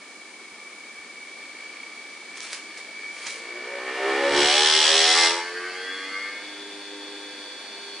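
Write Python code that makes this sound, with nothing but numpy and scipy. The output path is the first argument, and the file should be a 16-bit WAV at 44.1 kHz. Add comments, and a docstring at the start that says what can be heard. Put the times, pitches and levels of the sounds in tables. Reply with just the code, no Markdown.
"""You hear a small centrifuge sing as it speeds up, rattle hard for a second, then settle to a whir.
The motor makes the singing. The spinning part, the rotor, is off balance: near one speed (the critical
speed) it sways widely, shakes the case and makes its mount hit the housing once a turn. The whir is
shaft and bearing tones plus rushing air. Early on, a hand bumps the table and a plastic bag crackles
as it is pulled away. A quiet room hisses behind it all."""
import sys
import numpy as np
from scipy import signal
from scipy.fft import rfft, irfft, next_fast_len
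from scipy.io import wavfile
from scipy.ndimage import uniform_filter1d, map_coordinates

SR = 44100
rng = np.random.default_rng(int(sys.argv[2]) if len(sys.argv) > 2 else 0)


def to_wav(sig):
    """Store sig (one row per channel, or 1-D mono) as 16-bit WAV at the path in sys.argv[1].

    Samples outside -1..1 are clipped; the rate is SR.
    """
    pcm = np.clip(np.atleast_2d(sig), -1, 1) * 32767
    pcm = np.round(pcm).astype(np.int16)
    wavfile.write(sys.argv[1], SR, pcm.T)  # frames by channels


N = 352800
T = np.arange(N) / SR
CONTACT_START_S, CONTACT_END_S = 4.377, 5.261  # the mount hits the housing hard between these times

# Levels in the tables are relative. An "order" is a tone at a whole number times the rotor's speed.
# Tone colours of the noises. Each row: pitch in Hz, level in dB.
ROOM_COLOUR = [(50, -59), (110, -32), (200, -5.5), (320, 0.5), (600, -4.5), (1200, -6), (2800, -9),
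               (4400, -9), (7000, -13), (10300, -15)]
BAG_COLOUR = [(200, -17), (600, -4), (2000, 6.5), (4000, 4.5), (7000, 1.5), (10000, -1.5)]
AIR_COLOUR = [(120, -42), (300, -3.5), (500, -5), (1000, -6.5), (1350, -9.5), (1600, -2.5), (2300, -3),
              (2900, -9.5), (3400, -4), (3800, -8), (4450, -5), (5500, -12.5), (10000, -28.5)]
SHELL_COLOUR = [(100, -51.5), (220, -11.5), (330, -6.5), (550, 1.5), (680, -8.5), (1200, 1), (1600, -2),
                (2200, -7.5), (3000, -11), (4500, -20.5), (7000, -31)]
FEET_COLOUR = [(20, -10), (60, -12), (130, -6.5), (250, -3), (700, -0.5), (1300, -4), (3000, -35.5)]
SCRAPE_COLOUR = [(300, -28.5), (700, -6), (2400, -1.5), (3100, -4), (3750, -3), (5600, 0.5), (6200, -4),
                 (6900, -8), (7500, -7.5), (8100, -17), (9400, -7), (10100, -17)]
# Resonances, the pitches at which each part likes to ring. Each row: pitch in Hz, width in Hz, level in dB.
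LID_MODES = [(1158, 21, 4), (1566, 70, 2), (1787, 55, 1), (2110, 120, 2), (3320, 120, -17),
             (4434, 140, -7.5), (4920, 87, -17.5)]
BASE_MODES = [(283.5, 16, -12.5), (342, 33.5, -8), (358.1, 9.5, 2.5), (378, 28, -3), (401.3, 11.8, 3.5),
              (428, 18.5, -2), (451, 9.1, -0.5), (493.3, 46, -3), (556.2, 18, 2.5), (595.4, 12, -2),
              (731.6, 22.6, -0.5), (822.8, 20, 2), (858.6, 20, 3.5), (945, 40, -5)]
CASE_MODES = [(545, 220, 3), (873, 55, -19), (1092, 45, -7), (1395, 28, -6.5), (1785, 90, 6),
              (2313, 70, 7.5), (2810, 73, -7), (4400, 110, -19)]
MOTOR_MODES = [(405, 53, -19.5), (1178, 35, -12), (1774, 87, -13.5), (2175, 135, -10), (2287, 33.4, 4),
               (3270, 110, -23.5), (4410, 66, -18.5)]
HOUSING_MODES = [(820, 45, -8.5), (1174, 50, -5.5), (1502, 47, -11), (2060, 100, -4.5), (2595, 36, -3.5),
                 (2850, 27, -0.5), (2960, 73, -6), (3293, 60, -1), (4038, 93, -5), (4620, 60, -2.5),
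                 (5540, 38, -5.5), (6420, 72, -14), (7760, 85, -7.5), (8700, 77, -14)]
MOUNT_MODES = [(3200, 1300, 0)]
REBOUND_MODES = [(5220, 350, 0)]
RIM_MODES = [(3278, 30, 0)]
# Reflections that differ between the ears. Each row: pitch in Hz, level of the difference in dB.
HISS_WIDTH = [(100, -20), (350, -16), (600, -8), (1500, -8), (2400, -6), (3400, -1), (6000, 0), (10000, 0)]
WHIR_WIDTH = [(100, -25), (350, -23), (600, -15), (1500, -12), (2400, -14), (3400, -7), (4400, -1),
              (10000, -2)]
NEAR_WIDTH = [(25, -38), (60, -22), (150, -18), (400, -22), (700, -26), (1000, -28), (1570, -17),
              (2500, -16), (3300, -12), (4200, -5.5), (6300, -4), (8500, -10), (10000, -12)]
# Soft low thuds, most of them from a hand bumping the table, and snaps of the bag. Each row: start in seconds,
# level in dB.
TABLE_BUMPS = [(0.239, -79), (0.519, -67), (0.989, -65), (1.489, -69), (2.399, -67), (2.529, -80),
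               (2.779, -70), (3.261, -64)]
BAG_SNAPS = [(2.3727, -28), (2.4052, -19), (2.418, -29), (2.4485, -25), (2.5048, -33), (2.52, -25),
             (2.5323, -22), (2.7753, -28), (2.7922, -33), (3.1848, -34), (3.2297, -33), (3.2698, -20)]
# Rustles of the bag. Each row: time of the peak in seconds, level in dB, rise and fall in seconds.
BAG_RUSTLES = [(2.373, -44, 0.011, 0.013), (2.425, -45, 0.014, 0.12), (2.532, -41, 0.03, .045),
               (2.779, -49, 0.013, 0.041), (3.19, -50, 0.085, 0.066), (3.294, -42.5, 0.09, 0.083)]
# The rotor's run-up. Each row: time in seconds, speed in turns a second.
ROTOR_SPEED = [(0, 3), (1, 18.5), (2, 35), (3.0, 50.5), (3.5, 58.85), (3.9, 64.23), (4.6, 75.22),
               (4.9, 79.4), (5.15, 82.64), (5.55, 88.69), (6.3, 99.11), (6.45, 100.89), (8.0, 100.4)]
# How far the rotor sways and how loudly the motor sings. Each row: time in seconds, level in dB.
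ROTOR_SWAY = [(3.2, -30), (3.55, -15.5), (3.8, -9), (3.941, -4), (4.1, 1), (4.4, 2), (4.7, -3.5),
              (5.302, -2.5), (5.43, -8.5), (5.65, -12.5)]
MOTOR_LEVEL = [(0, -49), (0.45, -47), (0.58, -46.5), (1.0, -44.5), (1.75, -43), (2.1, -44), (2.84, -43.5),
               (3.08, -37), (3.17, -42.5), (3.27, -38.5), (3.42, -41), (3.58, -38.5), (3.85, -43.5)]
# Shaft and bearing tones. Each row: pitch at the final speed in Hz, level in dB.
WHIR_TONES = [(604, -66), (807.5, -64.5), (904.4, -59.5), (1007, -66.5), (1104, -65.5), (1410, -65),
              (1585, -58), (1613, -58.5), (1776, -59.5), (2013, -62.5), (2132, -65.5), (2293, -70),
              (2315, -55), (2433, -59), (2595, -60), (2939, -63), (3020, -68), (3106, -76), (3311, -61),
              (3408, -52), (3505, -51), (3828, -65.5), (3898, -63), (4377, -53.5), (4436, -58.5),
              (4554, -56), (4683, -69), (5362, -77.5), (5852, -68)]
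# Brief squeals of the lid and housing. Each row: order, time of the peak in seconds, level in dB.
SQUEALS = [(14, 5.2, -33), (19, 5.24, -32), (18, 5.56, -37), (17, 5.7, -37), (24, 5.68, -39),
           (17, 5.92, -34.5), (36, 5.92, -36), (35, 6.03, -42), (21, 6.14, -38), (22, 6.21, -31),
           (12, 6.24, -45), (22, 6.47, -46)]
# How hard the off-balance rotor pushes. Each entry: level in dB, for orders 3 to 12 in turn.
ORDER_PUSH_DB = [0, 3, 0, 2, -1.5, 0.5, 1.5, 0.5, -1.5, -8.5]
# Low drones past the critical speed. Each row: order, start and end in seconds, level in dB.
DRONES = [(4, 5.6, 5.66, -50), (5, 5.58, 5.72, -42), (5, 6, 6.32, -51), (3, 5.91, 6.1, -52),
          (3, 6.49, 7.34, -48), (4, 6.62, 7.22, -49), (5, 6.95, 7.52, -54.5), (4, 7.76, 7.9, -49.5)]
# The mount hits earlier in the turn as it presses harder. Each row: time in seconds, head start in turns.
STRIKE_LEAD = [(4.3, .28), (4.37, .425), (4.45, .47), (4.8, .49), (5.0, .515), (5.21, .55), (5.3, .465)]


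def amp(db):
    """Turn decibels into a gain to multiply by."""
    return 10 ** (np.asarray(db) / 20)


def unit(x):
    """Scale x so that its average level (rms) is 1."""
    return x / np.sqrt(np.mean(x ** 2) + 1e-20)


def steady(x, size=SR // 8):
    """Even out x so that its level stays near 1 over every stretch of size samples."""
    return x / np.sqrt(np.abs(uniform_filter1d(x ** 2, size=size)) + 1e-20)


def held(start, end, rise, fall):
    """A gain that is 1 from start to end; it rises before and falls after, in dB a second."""
    return amp(-rise * np.maximum(start - T, 0) - fall * np.maximum(T - end, 0))


def wobble(rate):
    """A smooth random curve that heads for a new value rate times a second."""
    return map_coordinates(rng.standard_normal(int(N * rate / SR) + 4), [T * rate])


def filtered(x, response):
    """Scale and shift each frequency in x by response(hz)."""
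    size = next_fast_len(N + SR // 2)
    return irfft(rfft(x, size) * response(np.fft.rfftfreq(size, 1 / SR)), size)[..., :N]


def coloured(x, colour):
    """Shape x with a tone colour, joining its (Hz, dB) points along a musical pitch scale."""
    pitches, db = np.transpose(colour)
    return filtered(x, lambda hz: amp(np.interp(np.log(hz + 1), np.log(pitches + 1), db)))


def ring(x, modes, low_hz):
    """Let x ring a small body, which gives off little sound below low_hz."""
    def response(f):
        body = sum((-1) ** k * amp(db) * 1j * f * width / (hz * hz - f * f + 1j * f * width)
                   for k, (hz, width, db) in enumerate(modes))
        return body * (1 - 1 / np.sqrt(1 + (f / low_hz) ** 6))
    return filtered(x, response)


def echo(x, t60):
    """A wash of reflections, about as strong as x, that fades by 60 dB in t60 seconds."""
    t = T[:SR // 2]
    tail = rng.standard_normal(len(t)) * amp(-60 * t / t60) * (t > .002)
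    return signal.fftconvolve(x, tail / np.linalg.norm(tail))[:N]


def room(x, wet_db):
    """Add the echo from the walls at a level of wet_db."""
    return x + amp(wet_db) * echo(x, t60=0.34)


def spread(x, width, t60=.2):
    """Make stereo: the direct sound is in the middle, and reflections differ left and right."""
    t = T[:SR // 4]
    walls = rfft(rng.standard_normal(len(t)) * amp(-60 * t / t60), 2 * len(t))
    scramble = irfft(walls / np.abs(walls))[:len(t)]
    side = coloured(signal.fftconvolve(x, scramble)[:N], width)
    return np.array([x + side, x - side])


def rolling(turns, rough, uneven_db=3, count=300):
    """Force from an uneven track: the same bumps every turn, plus a share (rough) of fresh noise."""
    orders = amp(uneven_db * rng.standard_normal(count)) * np.exp(2j * np.pi * rng.random(count))
    track = unit(irfft(np.r_[0, orders], 2 ** 13))
    bumps = np.interp(turns % 1, np.arange(len(track)) / len(track), track)
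    return np.sqrt(1 - rough) * bumps + np.sqrt(rough) * rng.standard_normal(N)


def room_hiss():
    """The quiet room: soft, steady noise."""
    return amp(-47) * unit(coloured(rng.standard_normal(N), ROOM_COLOUR))


def table_bumps(thud_hz=80):
    """Short, low thuds, most of them a hand bumping the table top."""
    thuds = np.zeros(N)
    t = T[:SR // 4]
    thud = np.sin(2 * np.pi * thud_hz * t) * np.exp(-t / 0.0087)
    for start, db in TABLE_BUMPS:
        thuds[round(start * SR):][:len(t)] += amp(db + 5.5) * thud
    return thuds


def plastic_bag(snap_hz=5400):
    """Creases snap over a rustle of tiny crackles; then the bag lands with a soft slap."""
    snaps = np.zeros(N)
    t = T[:SR // 50]
    ping = np.sin(2 * np.pi * snap_hz * t) * np.exp(-t / .00025)
    for start, db in BAG_SNAPS:
        burst = .3 * rng.standard_normal(len(t)) * np.exp(-t / .0009)
        snaps[round(start * SR):][:len(t)] += amp(db - 2) * (ping + burst)
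    crackles = unit(rng.standard_normal(N) * amp(3.5 * wobble(700)))
    rustle = np.max([amp(db) * np.exp(-np.maximum((peak - T) / rise, (T - peak) / fall))
                     for peak, db, rise, fall in BAG_RUSTLES], axis=0)
    bag = coloured(snaps + amp(6.5) * rustle * crackles, BAG_COLOUR)
    slap_colour = [(200, -17), (800, -3.5), (5000, -2.5), (7000, -2), (10000, -30)]
    slap = unit(coloured(rng.standard_normal(N), slap_colour))
    bag += amp(-28.5) * slap * np.exp(-np.abs(T - 3.269) / 0.0036)
    return bag + amp(-6.5) * echo(bag, t60=0.21)


def rushing_air(turns, speed, sway):
    """Air rushes round the rotor, louder with speed and sway, pulsing a little on each turn."""
    rush = rolling(turns, rough=0.91) * (1 + 0.23 * np.cos(2 * np.pi * turns))
    level = amp(-45.5 + 11 * np.log10(speed / speed[-1])) * held(1.35, T[-1], rise=26, fall=0)
    gust = amp(-41.5) * sway
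    return np.hypot(level, gust) * unit(coloured(rush, AIR_COLOUR))


def whir(turns, speed):
    """Shaft and bearing tones glide up with the rotor and waver; the bearing adds two narrow hisses."""
    low_fade = held(6.22, T[-1], rise=27, fall=0)
    middle_fade = held(6.45, T[-1], rise=53, fall=0)
    high_fade = held(CONTACT_END_S, T[-1], rise=56, fall=0)
    high_fade *= amp(7.5 * (T - T[-1]))  # the highest tones keep growing
    tones = np.zeros(N)
    for hz, db in WHIR_TONES:
        fade = amp(4) * high_fade if hz > 4000 else middle_fade if hz > 3200 else low_fade
        waver_db = .7 * wobble(4) + 2.2 * wobble(60)
        phase = 2 * np.pi * turns * hz / speed[-1] + 0.55 * wobble(20) + hz / 10000 * wobble(150)
        tones += amp(db + waver_db) * fade * np.sin(phase)
    high_hiss = unit(ring(rolling(turns, rough=0.57), [(4420, 150, 0)], low_hz=4000))
    low_hiss = steady(ring(rolling(turns, rough=0.31), [(3420, 200, 0)], low_hz=3000))
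    return amp(4.5) * tones + amp(-55.5) * high_fade * high_hiss + amp(-55) * low_fade * low_hiss


def lid_chatter(turns, start_s=5.43, end_s=6.25):
    """Past the critical speed the lid chatters lightly, and a few orders squeal."""
    once_a_turn = np.cos(2 * np.pi * turns)
    squeals = np.zeros(N)
    for order, peak, db in SQUEALS:
        level = amp(db + 1.8 * wobble(40)) * held(peak - .03, peak + .017, rise=82, fall=86)
        squeals += level * np.sin(2 * np.pi * order * turns + 0.3 * wobble(40))
    squeals *= 1 + .25 * once_a_turn
    force = rolling(turns, rough=0.05, uneven_db=2.5) * (1 + 0.62 * once_a_turn)
    chatter = steady(room(ring(force, LID_MODES, low_hz=884), wet_db=7))
    return amp(-36) * held(start_s, end_s, rise=32, fall=38.5) * chatter + squeals


def base_hum(turns, sway, lag_s=0.021):
    """Low orders swell and sink as they pass the resonances of the feet and base; a few drone on."""
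    unrest = np.interp(T, [3.5, 4.3, 5.3, 6.5], [1, 0.88, 1, 0.53])  # how much the tones waver
    late_speed = np.interp(T - lag_s, T, np.gradient(turns) * SR)  # ringing takes a moment to build
    shaking = sway * held(4.4, 5.27, rise=3, fall=18.5)
    hum = np.zeros(N)
    for order, push_db in enumerate(ORDER_PUSH_DB, 3):
        resonance = np.sqrt(sum((amp(db) / (1 + (2 * (order * late_speed - hz) / width) ** 2)) ** 2
                                for hz, width, db in BASE_MODES))
        drone = sum(amp(db) * held(start, end, rise=78, fall=49)
                    for drone_order, start, end, db in DRONES if drone_order == order)
        level = np.hypot(amp(push_db - 30.8) * shaking * resonance, drone)
        jitter = unrest * (.38 * wobble(30) + .003 * order ** 2 * wobble(110))
        hum += level * amp(3 * unrest * wobble(18)) * np.sin(2 * np.pi * order * turns + jitter)
    return np.sqrt(2) * hum


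def shaking_case(turns, sway):
    """The off-balance rotor shakes the case, and its orders sweep through the case's resonances."""
    force = rolling(turns, rough=0.15, uneven_db=2) * amp(1.2 * wobble(25))
    panels = unit(ring(force, CASE_MODES, low_hz=566))
    shell = unit(coloured(force, SHELL_COLOUR))
    damping = amp(-4.5 * held(4.58, 4.34, rise=123, fall=20.5))  # hard contact holds the shaking back
    calming = held(0, CONTACT_END_S, rise=0, fall=9.5)  # the rotor centres itself
    return amp(-27.5) * sway * damping * calming * steady(room(panels + shell, wet_db=-1.5))


def singing_motor(turns):
    """Motor orders, mostly even ones, sweep through sharp resonances; the sound swells twice a turn."""
    rough = np.interp(T, [.3, .6, 1.2], [.9, .35, .12])  # at low speed the singing is mostly noise, turning into tones as it speeds up
    force = rolling(2 * turns, rough, uneven_db=2) + .8 * rolling(turns, rough, uneven_db=2)
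    singing = steady(ring(force, MOTOR_MODES, low_hz=250), size=SR // 16)
    level = amp(np.interp(T, *np.transpose(MOTOR_LEVEL)) + 1.5)
    fade = held(0, MOTOR_LEVEL[-1][0], rise=0, fall=20.5)
    flutter = (1 + 0.11 * np.cos(4 * np.pi * turns)) * amp(.8 * wobble(14))
    return level * fade * singing * flutter


def knocking_feet(strike_turns, speed, sway, pressure):
    """The feet knock on the table once a turn, hardest as the rattle breaks out."""
    level = amp(-33.5) * held(4.34, 4.39, rise=299, fall=97) + amp(-55) * pressure + amp(-61.5) * sway
    since_landing = (strike_turns + .28) % 1 / speed
    bursts = np.exp(-since_landing / 0.0014) * rng.standard_normal(N)
    return level * steady(coloured(bursts, FEET_COLOUR))


def blows(strike_turns, sizes, delay_s, scatter_s=.00002):
    """One sharp click for each whole turn, with slightly uneven timing."""
    times = np.interp(np.arange(1, len(sizes) + 1), strike_turns, T) + delay_s
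    centres = (times + scatter_s * rng.standard_normal(len(sizes))) * SR
    # each click covers 16 samples, so that its centre can fall between two of them
    samples = np.floor(centres)[:, None].astype(int) + np.arange(-7, 9)
    offset = samples - centres[:, None]
    clicks = sizes[:, None] * np.sinc(offset) * np.cos(np.pi * offset / 16) ** 2
    return np.bincount(samples.ravel(), clicks.ravel(), 2 * N)[:N]


def striking_mount(strike_turns, speed):
    """The mount hits, bounces and scrapes; the housing rings, and its rim rings on between blows."""
    since_hit = strike_turns % 1 / speed
    sizes = amp(.7 * rng.standard_normal((int(strike_turns[-1]), 2)))
    strike = unit(blows(strike_turns, sizes[:, 0], delay_s=0))
    rebound = unit(blows(strike_turns, sizes[:, 1], delay_s=.0021))
    scrape = unit((np.exp(-since_hit / .003) + .3) * rolling(strike_turns, rough=.27, uneven_db=1))
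    housing = unit(room(ring(.4 * strike + scrape, HOUSING_MODES, low_hz=510), wet_db=-4))
    bursts = np.exp(-since_hit / .002) * rng.standard_normal(N)
    rim = steady(ring(bursts, RIM_MODES, low_hz=1500), size=SR // 20)
    crack = unit(room(coloured(.25 * strike + scrape, SCRAPE_COLOUR), wet_db=-3))
    dull = unit(room(ring(strike + scrape, [(2200, 500, 0)], low_hz=1200), wet_db=-4))
    dull *= held(0, 4.52, rise=0, fall=70)  # only the first blows are dull
    hardness = held(0, 4.96, rise=0, fall=32)  # the blows soften just before the mount comes free
    mount = ring(strike, MOUNT_MODES, low_hz=1500)
    clack = unit(room(ring(mount, MOUNT_MODES, low_hz=1500), wet_db=-9))
    tick = unit(room(ring(rebound, REBOUND_MODES, low_hz=4300), wet_db=-5))
    tick *= held(4.55, 5.05, rise=25, fall=12)
    return steady(amp(-1) * (housing + dull) + crack + amp(-2.5) * hardness * clack
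                  + amp(-5) * np.sqrt(hardness) * rim + amp(-7.5) * tick)


def rattle(turns, speed, sway):
    """Near the critical speed the mount grazes the housing, then hits it hard, and the feet knock."""
    strike_turns = turns + np.interp(T, *np.transpose(STRIKE_LEAD))
    pressure = held(CONTACT_START_S, CONTACT_END_S, rise=149, fall=128)
    build_up_db = -4 * np.exp(-np.maximum(T - CONTACT_START_S, 0) / 0.13)
    hitting = amp(-18 + build_up_db) * pressure
    grazing = amp(-40) * sway * held(4.37, CONTACT_END_S, rise=12, fall=11.5)
    strikes = np.hypot(hitting, grazing) * striking_mount(strike_turns, speed)
    return strikes + knocking_feet(strike_turns, speed, sway, pressure)


def rotor_sway():
    """How far the rotor sways: most around the critical speed, dying away on both sides."""
    times, db = np.transpose(ROTOR_SWAY)
    return amp(np.interp(T, times, db)) * held(times[0], times[-1], rise=27, fall=14)


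def scene():
    """Mix the machine, the bag and the table with the room's hiss, in stereo."""
    speed = np.interp(T, *np.transpose(ROTOR_SPEED))
    turns = np.cumsum(speed) / SR
    sway = rotor_sway()
    machine = singing_motor(turns) + base_hum(turns, sway) + shaking_case(turns, sway)
    machine += rattle(turns, speed, sway) + lid_chatter(turns)
    near = machine + plastic_bag() + table_bumps()
    hiss = room_hiss()
    spinning = whir(turns, speed) + rushing_air(turns, speed, sway)
    return spread(near, NEAR_WIDTH) + spread(spinning, WHIR_WIDTH) + spread(hiss, HISS_WIDTH)


def record(dry):
    """Cut off the highest treble, from 10400 Hz up."""
    return filtered(dry, lambda hz: hz < 10400)


dry = scene()
out = record(dry)
to_wav(out)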